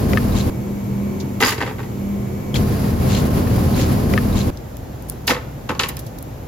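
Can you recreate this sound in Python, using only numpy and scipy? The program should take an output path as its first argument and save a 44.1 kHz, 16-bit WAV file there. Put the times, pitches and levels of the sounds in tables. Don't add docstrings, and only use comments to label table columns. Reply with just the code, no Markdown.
import sys
import numpy as np
from scipy import signal
from scipy.fft import rfft, irfft, next_fast_len
from scipy.io import wavfile
from scipy.ndimage import uniform_filter1d, map_coordinates

SR = 44100
rng = np.random.default_rng(int(sys.argv[2]) if len(sys.argv) > 2 else 0)


def transcribe(signal):
    frames = np.atleast_2d(signal).T
    limited = np.clip(frames, -1, 1)
    pcm = np.round(limited * 32767).astype(np.int16)
    wavfile.write(sys.argv[1], SR, pcm)


N = 285529

# frequency in Hz, level in dB per Hz.
RUMBLE_COLOUR = [(20, -28), (32, -23), (46, -2), (60, -9), (110, 0), (180, -4.5), (300, -11), (500, -17.5),
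                 (800, -25), (1500, -38), (3000, -45), (8000, -50.5)]
# frequency in Hz, level in dB per Hz.
TREAD_COLOUR = [(400, 17), (1200, 12), (2500, 7), (3600, 2.5), (4800, 6), (5800, 0.5), (7200, -1.5),
                (10000, 3), (13000, 3.5), (16000, -6)]
# multiple of the chatter rate, relative level in dB.
CHATTER_PARTIALS = [(3, -13), (4, -15), (6, -33)]
# resonance in Hz, width in Hz, level in dB over the rumble.
FRAME_MODES = [(46, 5.1, -9), (306, 28, -12.5), (392, 16, -12), (1075, 64, -8)]
# time in seconds, level in dB.
RUMBLE_LEVEL = [(2.55, -15.5), (2.75, -16), (3.23, -13.5), (3.275, -15), (3.33, -14.5), (3.43, -12.5),
                (3.5, -13.5), (3.85, -14), (4.16, -14), (4.2, -19), (4.235, -18), (4.265, -16),
                (4.375, -14.5), (4.42, -17), (4.45, -15.5), (4.49, -14.5)]
# time in seconds, level in dB.
TREAD_HISS_LEVEL = [(2.55, -32.5), (2.7, -33.5), (3.5, -32), (3.85, -31), (4.37, -35.5)]
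# line in Hz, level in dB when nearest, time nearest in seconds,
# seconds to fall by 3 dB.
PASSING_MACHINES = [(124.7, -27, 2.9, 2), (200.9, -21, 2.5, 2.5), (241.6, -22.5, 3.88, 0.5),
                    (1062, -40, 3.55, 0.5)]
# start in seconds, peak in dB, centre of the thump in Hz.
FLOOR_BUMPS = [(2.598, -11, 131), (2.631, -19, 109), (2.936, -14, 118), (3.053, -13, 129),
               (3.145, -14.5, 340), (3.578, -24, 750), (3.793, -14.5, 434), (3.818, -19, 304),
               (4.038, -19.5, 370), (4.254, -12, 120), (4.358, -9.5, 108), (4.484, -15, 286)]
# frequency in Hz, 60 dB decay in seconds.
FRAME_RING_MODES = [(76, 0.12), (118, 0.03), (205, 0.099), (304, 0.076), (390, 0.079), (445, 0.06),
                    (525, 0.094), (760, 0.11), (1000, 0.026)]
# start in seconds, ring in dB, main ring in Hz, 60 dB decay in seconds,
# frame thump in dB, crack in dB.
CASTER_KNOCKS = [(3.471, -23, 1840, 0.022, -17, -46), (4.137, -10.5, 2080, 0.015, -11, -31.5),
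                 (4.1768, -5.5, 1824, 0.024, -30, -37), (4.1848, -15.5, 1810, 0.02, -29, -44)]
# ratio to the main ring, level in dB.
CASTER_MODES = [(.69, -6), (.9, -22.5), (0.979, -0.5), (1.13, -10), (1.22, -24), (1.4, -12), (2.8, -37)]
# centre in seconds, grit level in dB, half length in seconds.
WHEEL_SCRAPES = [(2.56, -29, 0.019), (3.117, -32, 0.021), (3.172, -30, 0.026), (3.809, -29.5, 0.035),
                 (4.392, -32, 0.03)]
# frequency in Hz, level in dB per Hz.
GRIT_COLOUR = [(700, -7), (1800, 5), (3000, 7.5), (4200, 7.5), (5600, 3.5), (7000, 5), (10000, -7),
               (16000, -16)]
# centre in seconds, level in dB, half length in seconds, pitch in Hz.
TREAD_SQUEAKS = [(2.5445, -20.5, .0016, 3250), (2.5587, -23, 0.0029, 2330), (2.559, -23, .0016, 4060),
                 (2.5595, -26, .003, 3360), (2.5624, -23, 0.0022, 4310), (2.5665, -22.5, .002, 3370),
                 (3.106, -29, 0.0027, 2760), (3.11, -32, .002, 3700), (3.12, -33, 0.0033, 2730),
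                 (3.15, -26, .002, 3300), (3.151, -27, .002, 4200), (3.156, -31, .002, 2880),
                 (3.161, -29, .004, 4200), (3.176, -26, .002, 4270), (3.177, -32, .002, 3300),
                 (3.746, -31.5, .004, 4100), (3.786, -39, 0.0066, 3840), (4.33, -39, 0.0066, 3930),
                 (4.374, -31, .004, 3830), (4.405, -34, 0.0046, 4100), (4.415, -27.5, 0.0019, 4000)]
# frequency in Hz, relative level in dB.
COOLER_LINES = [(121, -45.5), (199.4, -27.5), (238, -40), (376.8, -44), (500.6, -51.5), (888, -62.5),
                (1007, -72), (1061, -56.5), (2218, -60.5), (2315, -62), (4360, -70), (5270, -74),
                (5975, -72)]
# time in seconds, level in dB.
COOLER_HUM_LEVEL = [(.52, -29.5), (1.15, -25.5), (1.42, -31), (1.55, -44), (2.05, -28), (2.52, -26)]
# frequency in Hz, level in dB per Hz.
FAN_COLOUR = [(15, -58), (25, -18.5), (114, -2.5), (157, -8.5), (201, -12), (278, -10.5), (429, -16),
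              (798, -28), (894, -27.5), (1550, -38), (2190, -37), (6000, -55.5), (7800, -52), (13200, -120)]
# frequency in Hz, level in dB per Hz.
MIC_HISS = [(2500, -3.5), (5000, 0), (7000, 2.5), (10000, -2.5), (13000, 5), (16000, -5.5)]
# start in seconds, level in dB, brightness in dB,
# 60 dB decay in seconds.
SKIN_TICKS = [(1.199, -38.5, -11, 0.079), (4.572, -46, -10, 0.019), (4.769, -52, 7, 0.0084),
              (5.023, -61, 13, .015), (5.084, -51.5, 10, 0.12), (5.098, -44, 15.5, 0.007),
              (5.121, -57, 7, .015), (5.269, -32, 5, 0.094), (5.291, -27, -4, 0.12),
              (5.885, -45.5, 17, 0.047), (5.968, -45, 8, 0.014), (5.99, -45, 8, 0.06),
              (6.063, -49, 3.5, 0.063), (6.185, -49, 6, 0.024), (6.226, -57, 17, 0.012)]
# frequency in Hz, 60 dB decay in seconds.
STORE_DECAY = [(200, 0.61), (2000, 0.55), (10000, 0.2)]
# start in seconds, hold in seconds, rib rattle in dB,
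# wrapper crinkle in dB.
MEAT_SLIDES = [(1.4, 0.0047, -24, -21), (1.441, 0.034, -23.5, -27), (1.6, 0.012, -32, -60),
               (1.662, 0.016, -43, -62)]
# frequency in Hz, level in dB per Hz.
WRAPPER_COLOUR = [(2000, -33), (3800, -1), (4900, -10), (5800, -3), (7000, -4.5), (10000, -5),
                  (13000, -4.5), (16000, -16)]
# frequency in Hz, width in Hz, level in dB.
CREASE_MODES = [(4550, 260, -2), (6600, 250, -1)]
# start in seconds, ring in dB, hardness as dB of extra
# treble, bending wave peak in dB, bending wave centre in Hz.
BASKET_BLOWS = [(1.4035, -20.5, 1, -10, 1500), (1.414, -20.5, -4, -19, 500),
                (1.423, -14.5, 0.5, -3.5, 1590), (1.4335, -28, 4, -4.5, 1940),
                (1.443, -27.5, 12, -14, 1500), (1.46, -27, 10, -22, 2500), (1.467, -27, 3, -15.5, 400),
                (1.4805, -26, 7, -11, 1900), (1.49, -26.5, 13, -15, 1400), (1.518, -22, 1.5, -13, 1600),
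                (1.579, -27, 1.5, -25, 2000), (1.604, -28, -1, -18, 1400), (1.613, -26, 3, -10, 1190),
                (1.623, -28.5, -7.5, -14, 1610), (1.63, -32, -1, -15, 1500), (1.6626, -32, 0, -18, 1400),
                (1.674, -29.5, -2, -17, 1300), (1.695, -39, -7, -28, 2000), (1.709, -38, -7, -23, 1200),
                (1.783, -38, -1, -28, 1500), (1.791, -38, -4, -24, 1000), (1.802, -39, -1, -26, 1190),
                (1.83, -36.5, -2, -28.5, 1400), (5.276, -18.5, 8.5, -6.5, 2600),
                (5.289, -23.5, -2, -13.5, 490), (5.3, -25.5, -1, -7, 1050), (5.306, -18, 2.5, -8, 1750),
                (5.312, -36, -5, -13.5, 480), (5.343, -32.5, -4, -20, 2200), (5.362, -36, -5, -19, 1300),
                (5.374, -41, -3, -28, 2000), (5.689, -21.5, 0, -17, 2000), (5.7, -30, -9.5, -15, 1200),
                (5.748, -35.5, -2, -30, 2200), (5.7926, -19, 6.5, -5, 2500), (5.832, -23, 5.5, -9.5, 2610),
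                (5.888, -31, 3, -19.5, 3200), (5.967, -42, 6, -28, 3800)]
# resonance in Hz, width in Hz, dB where the meat lands, dB where the onion lands.
BASKET_MODES = [(200, 25, -7, -9), (252, 25, -4, -4), (306, 25, -9, -8), (353, 25, -9, -15),
                (400, 30, -9, -10), (437, 22, 7, -6), (495, 34, -14, 5), (535, 25, -3, -2),
                (825, 40, -8, -5), (882, 28, -9, -4), (950, 20, -1, -6), (1050, 25, -9, -1),
                (1106, 38, -7, 3), (1200, 20, 3, -6), (1298, 25, -6, -2), (1421, 18, -4, -11),
                (1544, 22, 3, -3), (1785, 38, -5, 5), (1885, 26, 4, -2), (1960, 24, 3, 1),
                (2041, 22, 0, -10), (2242, 30, -11, -5), (2648, 32, 0, 2), (2850, 90, -13, -10),
                (3230, 60, -13, -10), (3950, 110, -10, -7), (4535, 30, 2, -5), (4870, 260, 0, -8),
                (6702, 35, -2, -3), (6950, 200, -3, -5)]
# frequency in Hz, level in dB.
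PLASTIC_COLOUR = [(60, -13), (150, -2.5), (480, -12.5), (640, -16), (850, -0.5), (2000, 2.5), (3500, -1),
                  (7000, -12), (10000, -3.5), (13000, 1), (16000, -17)]
# frequency in Hz, 60 dB decay in seconds.
PLASTIC_DECAY = [(150, 0.1), (1000, 0.16), (3000, 0.13), (12000, 0.2)]
# start in seconds, level in dB, pitch in Hz.
WRAPPER_POPS = [(1.406, -22, 6900), (1.4345, -20, 4700), (1.4435, -12, 4650), (1.4485, -15, 4850),
                (1.461, -11, 4950), (1.4675, -15, 6950), (1.48, -15, 5000), (1.484, -18, 6900),
                (1.492, -20, 4740)]
# frequency in Hz, level in dB per Hz.
AISLE_COLOUR = [(15, -45), (25, -19), (64, -1), (86, -4), (140, -5.5), (172, -9.5), (271, -11),
                (429, -18.5), (471, -16.5), (798, -22), (1120, -30), (1210, -30.5), (6000, -47),
                (7800, -68), (13200, -120)]
# frequency in Hz, side against mid in dB.
FAR_SIDE = [(40, -20), (120, -17), (300, -11), (600, -1.5), (1000, -1), (2000, -3.5), (5000, -4.5),
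            (9000, 3.5), (11000, -1), (13000, -42)]
# frequency in Hz, side against mid in dB.
NEAR_SIDE = [(100, -6), (500, -14), (1000, -9), (2000, -6), (5000, -3), (9000, 1.5), (11000, -1),
             (13000, -22)]
# frequency in Hz, level in dB.
PORT_RESPONSE = [(6000, -1.5), (7100, -0.5), (7900, -6), (8600, -26.5), (9300, -15.5), (10200, -2),
                 (11000, -0.5)]

TO_COOLER_S, TO_PUSH_S, TO_AISLE_S = .5, 2.542, 4.504
TOP_HZ = 16000
HUM_WAVER_DB = 2.2
ROAR_DB, ROAR_FOLLOWS = -25, 0.2
THUMP_OCTAVES, THUMP_RISE_S = 0.47, 0.0021
GRIT_RATE, RIB_RATE, CREASE_RATE = 3000, 500, 700
SQUEAK_CLIMB_PER_S, SQUEAK_ROUGH = 4.2, 0.47
TICK_RISE = 0.034
MEAT_LAG_S, ONION_LAG_S, FRAME_LAG_S = 0.003015, 0.0091, 0.000864
WAVE_SCATTER_S, WAVE_OCTAVES = 0.029, 0.8
SLIDE_ATTACK_S, SLIDE_FADE_DB_PER_S = 0.011, 221
BUZZ_ROUGH_DB, SLIDE_ROUGH_DB = 3.3, 2
THUD_DB, CLACK_DB, SNAP_DB, FIZZ_DB = -2, -5.5, -12, -28
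THUD_LOSS = 0.86
CONTACT_S, CONTACT_SHORTENS = 0.0021, 0.11
CRACK_DB, CRACK_GROWS = -9, 0.21
SPOT_DB, SPOT_DETUNE = 2.5, .003
MEAT_LANDS_S, ONION_LANDS_S, SETTLE_S = 1.4, 5.27, .15
DAMP_DB, DAMP_WIDENS = 4.5, 1.3
POP_RISE_S, POP_T60_S = 0.0008, 0.023


def amp(db):
    return 10 ** (np.asarray(db) / 20)


def unit(x):
    return x / np.sqrt(np.mean(x ** 2) + 1e-20)


def along(points, hz):
    f, v = np.transpose(points)
    return np.interp(np.log(hz + 1), np.log(f + 1), v)


def curves(rows):
    s, *cols = np.transpose(rows)
    return [np.interp(np.arange(N) / SR, s, c) for c in cols]


def wobble(rate):
    knots = rng.standard_normal(int(N * rate / SR) + 4)
    return map_coordinates(knots, [np.arange(N) * rate / SR])


def filtered(x, response):
    n = x.shape[-1]
    m = next_fast_len(n + 8192)
    return irfft(rfft(x, m) * response(np.fft.rfftfreq(m, 1 / SR)), m)[..., :n]


def resonances(modes, hz):
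    return sum(amp(db) * 1j * hz * w / (c * c - hz * hz + 1j * hz * w) for c, w, db in modes)


def spread(pair, width):
    return np.array([pair[0], filtered(pair[1], lambda hz: amp(along(width, hz)))])


def rush(spectrum, modes=()):
    colour = lambda hz: amp(along(spectrum, hz)) * (1 + resonances(modes, hz))
    return spread(unit(filtered(rng.standard_normal((2, N)), colour)), FAR_SIDE)


def dying(decay, size):
    hz, t, z = signal.stft(rng.standard_normal((2, size)), SR, nperseg=128)
    fade = amp(-60 * t / along(decay, hz)[:, None])
    return signal.istft(z * fade, SR, nperseg=128)[1][:, :size]


def band(x, lo_hz, hi_hz):
    edges = [lo_hz, min(hi_hz, SR / 2 - 1000)]
    part = signal.sosfilt(signal.butter(3, edges, "band", fs=SR, output="sos"), x)
    return part / np.sqrt(np.mean(part[:, :SR // 50] ** 2, axis=1, keepdims=True))


def crackle(rate, rough_db):
    contacts = rng.random(N) < rate / SR
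    return contacts * amp(rough_db * wobble(400)) * np.sign(rng.standard_normal((2, N)))


def bending(lag_s, hz):
    return np.exp(-2j * np.pi * lag_s * (2 * np.sqrt(1000 * hz) - hz * np.sqrt(1000 / TOP_HZ)))


def add(track, s, sound):
    room = track[:, round(s * SR):][:, :sound.shape[-1]]
    room += sound[..., :room.shape[-1]]


def wheels():
    rumble_db, = curves(RUMBLE_LEVEL)
    hiss_db, = curves(TREAD_HISS_LEVEL)
    chatter_hz = 25.2 * (1 + 0.01173 * wobble(6))
    turn = 2 * np.pi * np.cumsum(chatter_hz) / SR
    chatter = sum(amp(db + 1.5 * wobble(15)) * np.sin(k * turn + 1.77 * wobble(14))
                  for k, db in CHATTER_PARTIALS)
    bumps = wobble(21.69)
    rumble = amp(-2.0 + 0.73 * bumps) * rush(RUMBLE_COLOUR, FRAME_MODES)
    shake = rumble + amp(-8) * unit(chatter) * amp([[0], [-24]])
    return amp(rumble_db) * shake + amp(hiss_db + 1.5 * bumps + 1.05 * wobble(90)) * rush(TREAD_COLOUR)


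def hum(lines):
    t = np.arange(N) / SR

    def tone(hz):
        drift = 0.4 * np.array([wobble(14), wobble(14)])
        start = rng.uniform(0, 2 * np.pi) + np.array([[0], [np.pi / 2]])
        return np.sin(2 * np.pi * hz * t + drift + start)

    return spread(sum(amp(db + HUM_WAVER_DB * wobble(7.04)) * tone(hz) for hz, db in lines), FAR_SIDE)


def machines():
    t = np.arange(N) / SR
    return hum([(hz, db - 10 * np.log10(1 + ((t - nearest) / half) ** 2))
                for hz, db, nearest, half in PASSING_MACHINES])


def thump(db, centre_hz):
    t = np.arange(SR // 10) / SR
    ring = np.zeros(len(t))
    for hz, t60 in FRAME_RING_MODES:
        weight = np.exp(-.5 * (np.log2(hz / centre_hz) / THUMP_OCTAVES) ** 2)
        ring += weight * amp(-60 * t / t60) * np.sin(2 * np.pi * (hz * t + rng.random()))
    ring *= 1 - np.exp(-t / THUMP_RISE_S)
    return amp(db) * ring / np.abs(ring).max()


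def jolts():
    out = np.zeros((2, N))
    for s, db, hz in FLOOR_BUMPS:
        add(out, s, thump(db, hz) * amp([[0], [-14]]))
    return out


def caster():
    out, t = np.zeros((2, N)), np.arange(SR // 10) / SR
    for s, db, hz, t60, thump_db, crack_db in CASTER_KNOCKS:
        ring = sum(amp(level) * np.sin(2 * np.pi * ratio * hz * t) for ratio, level in CASTER_MODES)
        ring = ring * amp(-60 * t / t60) * (1 - np.exp(-t / 0.00026))
        crack = band(rng.standard_normal((2, len(t))) * amp(-60 * t / .01), 1900, 4800)
        knock = amp(db) * ring + amp(crack_db) * crack + thump(thump_db, centre_hz=385)
        add(out, s, filtered(knock, lambda f: bending(FRAME_LAG_S, f)) * amp([[0], [-8]]))
    return out


def scrapes():
    out, t = np.zeros((2, N)), np.arange(N) / SR
    grains = crackle(GRIT_RATE, rough_db=1.0)
    grit = spread(unit(filtered(grains, lambda hz: amp(along(GRIT_COLOUR, hz)))), FAR_SIDE)
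    for s, db, half in WHEEL_SCRAPES:
        out += amp(db) * np.exp(-.5 * ((t - s) / half) ** 2) * grit
    rasp, waver = 1 + SQUEAK_ROUGH * wobble(500), 2 * SQUEAK_ROUGH * wobble(600)
    for s, db, half, hz in TREAD_SQUEAKS:
        near = np.abs(t - s) < 4 * half
        u = t[near] - s
        tone = np.sin(2 * np.pi * hz * (u + SQUEAK_CLIMB_PER_S * u ** 2 / 2) + waver[near])
        swell = np.exp(-.5 * (u / half) ** 2)
        out[:, near] += amp(db) * swell * rasp[near] * tone * amp([[0], [-8]])
    return out


def cooler():
    hum_db, = curves(COOLER_HUM_LEVEL)
    roar_db = ROAR_DB + ROAR_FOLLOWS * (hum_db - hum_db.mean())
    roar = amp(roar_db) * rush(FAN_COLOUR, [(125.4, 4.9, 3.0)])
    return roar + amp(hum_db) * unit(hum(COOLER_LINES)) + amp(-47.5) * rush(MIC_HISS)


def ticks():
    out, t = np.zeros((2, N)), np.arange(SR // 8) / SR
    for s, db, bright_db, t60 in SKIN_TICKS:
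        envelope = amp(-60 * t / t60) * (1 - np.exp(-t / (TICK_RISE * t60)))
        burst = rng.laplace(size=(2, len(t))) * envelope
        add(out, s, amp(db) * (band(burst, 3240, 6450) + amp(bright_db) * band(burst, 8350, 14500)))
    return spread(out, NEAR_SIDE)


def store(x):
    tail = dying(STORE_DECAY, SR // 2)
    late = np.pad(x[0], (SR // 80, 0))[None]
    answer = signal.fftconvolve(late, tail / np.linalg.norm(tail[0]), axes=1)[:, :N]
    return spread(answer, FAR_SIDE)


def spot(onion, damped):
    loss_db, widen = (DAMP_DB, DAMP_WIDENS) if damped else (0, 1)
    modes = []
    for hz, width, meat_db, onion_db in BASKET_MODES:
        pitch = hz * (1 + SPOT_DETUNE * rng.standard_normal())
        level_db = (onion_db if onion else meat_db) - loss_db + SPOT_DB * rng.standard_normal()
        modes.append((pitch, width * widen, level_db))
    return modes


def body(modes, hz):
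    return amp(along(PLASTIC_COLOUR, hz)) * (1 + 2 * resonances(modes, hz))


def slide():
    t = np.arange(N) / SR
    modes = spot(onion=False, damped=True)
    path = lambda hz: bending(MEAT_LAG_S, hz)
    rib_response = lambda hz: body(modes, hz) * path(hz) / (1 + (hz / 3500) ** 4)
    film_response = lambda hz: amp(along(WRAPPER_COLOUR, hz)) * (1 + resonances(CREASE_MODES, hz)) * path(hz)
    ribs = unit(filtered(crackle(RIB_RATE, SLIDE_ROUGH_DB), rib_response))
    film = unit(filtered(crackle(CREASE_RATE, SLIDE_ROUGH_DB), film_response))
    out = np.zeros((2, N))
    for s, hold, rattle_db, crinkle_db in MEAT_SLIDES:
        fade = amp(-SLIDE_FADE_DB_PER_S * np.maximum(t - s - hold, 0))
        motion = np.clip((t - s) / SLIDE_ATTACK_S, 0, 1) * fade
        out += motion * (amp(rattle_db) * ribs + amp(crinkle_db) * film)
    return spread(out, NEAR_SIDE)


def snap(modes, lag_s, centre_hz, size):
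    t = np.arange(size) / SR
    contact = lambda hz: np.exp(-.5 * (np.log2((hz + 1) / centre_hz) / WAVE_OCTAVES) ** 2)
    quarter_turn = np.array([[1], [1j]])
    response = lambda hz: contact(hz) * (1 + resonances(modes, hz)) * bending(lag_s, hz) * quarter_turn
    wave = filtered(rng.standard_normal(size) * amp(-60 * t / WAVE_SCATTER_S), response)
    return wave / np.abs(wave).max()


def chatter_and_ring(modes, hard_db, size):
    t = np.arange(size) / SR
    buzz = amp(BUZZ_ROUGH_DB * np.interp(t * 450, np.arange(size), rng.standard_normal(size)))
    crack = amp(CRACK_DB + CRACK_GROWS * hard_db - 60 * t / 0.018)
    rise = 1 - np.exp(-t / (CONTACT_S * amp(-CONTACT_SHORTENS * hard_db)))
    force = (buzz + crack) * rise
    ring = filtered(force * dying(PLASTIC_DECAY, size), lambda hz: body(modes, hz))
    thud = amp(THUD_DB - THUD_LOSS * hard_db) * band(ring, 210, 655)
    clack = amp(CLACK_DB) * band(ring, 950, 2520)
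    high = amp(SNAP_DB) * band(ring, 2610, 8300) + amp(FIZZ_DB) * band(ring, 6800, 23000)
    return thud + clack + amp(hard_db) * high


def basket():
    out, size = np.zeros((2, N)), SR // 4
    for s, db, hard_db, wave_db, wave_hz in BASKET_BLOWS:
        onion = s > TO_AISLE_S
        lag_s, landed = (ONION_LAG_S, ONION_LANDS_S) if onion else (MEAT_LAG_S, MEAT_LANDS_S)
        modes = spot(onion, damped=s > landed + SETTLE_S)
        ring = amp(db) * chatter_and_ring(modes, hard_db, size)
        add(out, s, ring + amp(wave_db) * snap(modes, lag_s, wave_hz, size))
    return spread(out, NEAR_SIDE)


def pops():
    out, t = np.zeros((2, N)), np.arange(SR // 20) / SR
    for s, db, hz in WRAPPER_POPS:
        phase = 2 * np.pi * (hz * t + rng.random((2, 1))) + .6 * wobble(810)[:len(t)]
        envelope = amp(db - 60 * t / POP_T60_S) * (1 - np.exp(-t / POP_RISE_S))
        add(out, s, envelope * np.sin(phase))
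    return spread(out, NEAR_SIDE)


def aisle():
    air = amp(-29.5 + 0.15 * wobble(3.5)) * rush(AISLE_COLOUR, [(125.8, 15.0, -1.0)])
    return air + amp(-51.5) * rush(MIC_HISS)


def scene():
    a, b, c = [round(s * SR) for s in (TO_COOLER_S, TO_PUSH_S, TO_AISLE_S)]

    def during(start, end):
        inside = 1. * (np.arange(N) >= start) * (np.arange(N) < end)
        return uniform_filter1d(inside, size=64)

    push = wheels() + machines() + jolts() + caster() + scrapes()
    opening = during(0, a) * np.roll(push, a - c, axis=1)
    places = opening + during(a, b) * cooler() + during(b, c) * push + during(c, N) * aisle()
    groceries = ticks() + slide() + basket() + pops()
    mid, side = places + groceries + amp(-18.5) * store(groceries)
    return np.array([mid + side, mid - side])


def record(dry):
    mid = filtered((dry[0] + dry[1]) / 2, lambda hz: amp(along(PORT_RESPONSE, hz)))
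    side = (dry[0] - dry[1]) / 2
    return filtered(np.array([mid + side, mid - side]), lambda hz: hz < TOP_HZ)


dry = scene()
out = record(dry)
transcribe(out)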